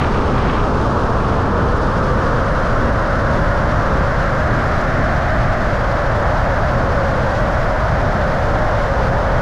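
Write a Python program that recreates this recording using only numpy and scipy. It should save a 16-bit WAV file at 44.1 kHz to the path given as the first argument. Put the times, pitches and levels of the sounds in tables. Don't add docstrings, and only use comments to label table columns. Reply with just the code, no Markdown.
import sys
import numpy as np
from scipy import signal
from scipy.fft import rfft, irfft, next_fast_len
from scipy.io import wavfile
from scipy.ndimage import uniform_filter1d, map_coordinates

SR = 44100
rng = np.random.default_rng(int(sys.argv[2]) if len(sys.argv) > 2 else 0)


def dump(signal):
    limited = np.clip(np.atleast_2d(signal).T, -1, 1)
    pcm = np.round(limited * 32767).astype(np.int16)
    wavfile.write(sys.argv[1], SR, pcm)


N = 414981


def wind_on_microphone(pace):
    # frequency in Hz, relative density in dB.
    thump_spectrum = [(5, -25), (12, -3), (25, -2), (36, -1.5), (60, -2.5), (80, -4), (100, -11.5),
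                      (150, -21)]
    buffet_spectrum = [(60, -38), (85, -5), (103, -1), (124, -1), (150, -4.5), (180, -9), (240, -15.5),
                       (500, -39)]
    wake_spectrum = [(110, -41), (170, -3), (205, 0), (255, -2), (320, -4), (440, -5.5), (600, -11),
                     (1200, -41)]
    # peak time in seconds, lift of the buffet in dB, lift of the wake in dB.
    gusts = [(.2, -2.5, 2.5), (2.3, 3.5, -1.5), (2.8, 0.5, 2.5), (3.37, 5, 2), (3.95, 2, 3.5),
             (4.55, 3.5, 3.5), (5.0, 3.5, 4), (5.45, 3, 1), (6.85, 1, 3), (8.0, 4, 2), (8.6, 0, 3.5)]
    thump_db = -20.5 + .4 * drift(5)
    buffet_db = -24 + 1.1 * drift(6.2)
    wake_db = -28.5 - 21 * np.log2(pace) + .9 * drift(7)
    for s, buffet_lift_db, wake_lift_db in gusts:
        gust = swell(s, half_s=.089)
        buffet_db += buffet_lift_db * gust
        wake_db += wake_lift_db * gust
    thump = from_db(thump_db) * evened(noise(thump_spectrum), window_s=.048, share=.44)
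    buffet = from_db(buffet_db) * evened(noise(buffet_spectrum), window_s=.17, share=.46)
    wake = from_db(wake_db) * evened(noise(wake_spectrum), window_s=.27, share=.25)
    return thump + buffet + wake


def wind_round_rig(speed, pace):
    # frequency in Hz, relative density in dB.
    howl_spectrum = [(300, -47), (450, -17), (520, -7), (578, -2), (608, -3.5), (665, -8.5), (780, -15),
                     (1100, -32)]
    roar_spectrum = [(500, -24), (680, 2), (810, 0.5), (980, 2), (1150, -5), (1500, -42)]
    rush_spectrum = [(400, -22), (700, -2), (880, -5.5), (1080, 0.5), (1220, 0.5), (1400, 1.5), (1600, -1),
                     (1800, -5), (2050, -10.5), (2400, -20), (3200, -37), (5000, -70)]
    # time in seconds, then howl, rush and roar levels in dB.
    levels = [(0, -31.5, -23, -33.5), (1.4, -27.5, -22.5, -27.5), (2.5, -24, -22, -50),
              (3.7, -25, -22.5, -29), (4.8, -24.6, -22.5, -44), (5.5, -24.2, -23, -38),
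              (6.0, -24, -23.5, -26.5), (7.2, -22.8, -24.5, -30), (9.41, -23, -24.5, -26.5)]
    howl_db, rush_db, roar_db = in_time(levels)
    waver_octaves = .012 + .01984 * turn(5.79, half_s=.4)
    waver = 2 ** (waver_octaves * drift(7))
    howl = from_db(howl_db) * evened(eddies(howl_spectrum, speed * waver), window_s=.0031, share=.63)
    roar = from_db(roar_db) * eddies(roar_spectrum, speed)
    rush_speed = pace + .25 * (speed - pace)
    rush = from_db(rush_db) * evened(eddies(rush_spectrum, rush_speed), window_s=.0018, share=.15)
    return howl + roar + rush


def rasp():
    # peak time in seconds, half length in seconds, peak level in dB.
    burst_peaks = [(0, .04, -29.5), (0.143, 0.11, -36.5), (0.474, 0.2, -32), (1.35, 0.33, -41)]
    # peak time in seconds, peak level in dB.
    snap_peaks = [(.024, -30), (0.045, -25), (.068, -32), (.146, -30), (.193, -32), (.381, -28),
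                  (.499, -31)]
    # frequency in Hz, relative density in dB.
    puff_spectrum = [(800, -21), (1700, 5.5), (2500, 0), (3200, -3.5), (4200, -14.5), (7000, -38),
                     (12000, -55)]
    bursts = sum(from_db(db) * swell(s, half_s) for s, half_s, db in burst_peaks)
    snaps = sum(from_db(db) * swell(s, half_s=.0025) for s, db in snap_peaks)
    puff_hz = 330 * from_db(2 * drift(61.8))
    cycles = np.cumsum(puff_hz) / SR
    puff_db = 7 * np.cos(2 * np.pi * cycles) + 1.2 * drift(120)
    puffs = rms_one(from_db(puff_db))
    return (bursts + snaps) * noise(puff_spectrum, envelope=puffs)


def pulleys(pace):
    # frequency in Hz, relative density in dB.
    hiss_spectrum = [(1200, -4), (2300, 0.5), (3100, 0), (4100, -3), (5100, -4.5), (6400, -10),
                     (7600, -17.5), (9200, -25), (11000, -29.5), (14000, -49)]
    sizzle_spectrum = [(7000, -31), (9500, -5), (11000, -2), (12000, -6), (13200, -15), (15000, -28)]
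    # peak time in seconds, half length in seconds, change in dB.
    bites = [(1.45, 0.22, -1.7), (2.2, .4, 0.6), (4.7, 0.18, 1.5), (7.25, .3, 0.5)]
    hiss = from_db(-38.7) * noise(hiss_spectrum)
    sizzle = from_db(-64 - 8 * np.log2(pace)) * eddies(sizzle_spectrum, pace ** 1.15)
    bite_db = sum(db * swell(s, half_s) for s, half_s, db in bites)
    contact_db = bite_db + .77 * drift(23) + .44 * drift(90)
    return from_db(contact_db) * (hiss + sizzle)


def eddies(spectrum, speed):
    travelled = np.cumsum(speed)
    margin = SR // 100
    field = noise(spectrum, length=int(travelled[-1]) + 2 * margin)
    return map_coordinates(field, [travelled + margin], order=3)


def noise(spectrum, length=N, envelope=1):
    white = envelope * rng.standard_normal(length)
    hz, db = np.transpose(spectrum)
    size = next_fast_len(length)
    bin_hz = np.maximum(np.arange(size // 2 + 1) * SR / size, 1)
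    gain = from_db(np.interp(np.log(bin_hz), np.log(hz), db))
    skirts = np.minimum(hz[-1] / bin_hz, 1) ** 2 * np.minimum(bin_hz / hz[0], 1) ** 2
    return rms_one(irfft(rfft(white, size) * gain * skirts, size)[:length])


def evened(x, window_s, share):
    size = int(window_s * SR)
    power = uniform_filter1d(uniform_filter1d(x ** 2, size), size)
    return rms_one(x * (np.abs(power) + 1e-12) ** (-share / 2))


def drift(corner_hz):
    step, settling = 40, 2000
    pole = np.exp(-2 * np.pi * corner_hz * step / SR)
    white = rng.standard_normal(N // step + settling + 2)
    slow = signal.lfilter([1], [1, -2 * pole, pole * pole], white)[settling:]
    return np.interp(np.arange(N) / step, np.arange(len(slow)), rms_one(slow))


def swell(s, half_s):
    return np.exp(-((np.arange(N) / SR - s) / half_s) ** 2)


def turn(s, half_s):
    return .5 + .5 * np.tanh((np.arange(N) / SR - s) / half_s)


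def in_time(rows):
    s, *columns = np.transpose(rows)
    return [np.interp(np.arange(N) / SR, s, column) for column in columns]


def from_db(db):
    return 10 ** (np.asarray(db) / 20)


def rms_one(x):
    return x / np.sqrt(np.mean(x ** 2) + 1e-20)


def scene():
    # time in seconds, rate in Hz.
    airspeed = [(0, 411.2), (1.1, 461.7), (1.8, 489.3), (2.6, 568), (3.45, 578.2), (3.9, 550.2), (4.9, 634),
                (5.52, 654.6), (5.85, 571), (6.15, 556.6), (6.5, 611.6), (7.1, 539.3), (7.5, 608),
                (8.1, 628.3), (8.4, 566.3), (8.65, 604.4), (9.0, 551), (9.41, 583)]
    shedding_hz, = in_time(airspeed)
    cruise_hz = 590
    speed = shedding_hz / cruise_hz
    start_pace, top_pace = .84, 1.03
    pace = start_pace + (top_pace - start_pace) * turn(2.9, half_s=1.5)
    return (wind_on_microphone(pace) + wind_round_rig(speed, pace) + rasp() + pulleys(pace))[None]


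def record(dry):
    power = np.abs(uniform_filter1d(dry ** 2, size=600))
    knee, ceiling, drive = from_db(-5), from_db(-2), from_db(1.57)
    held = dry / (1 + power / knee ** 2) ** .5
    rounded = ceiling * np.tanh(drive * held / ceiling)
    body = signal.butter(4, 1800, fs=SR, output="sos")
    shaped = held + signal.sosfiltfilt(body, rounded - held)
    top_cut = signal.cheby2(12, 60, 15000, fs=SR, output="sos")
    return signal.sosfilt(top_cut, shaped)


dry = scene()
out = record(dry)
dump(out)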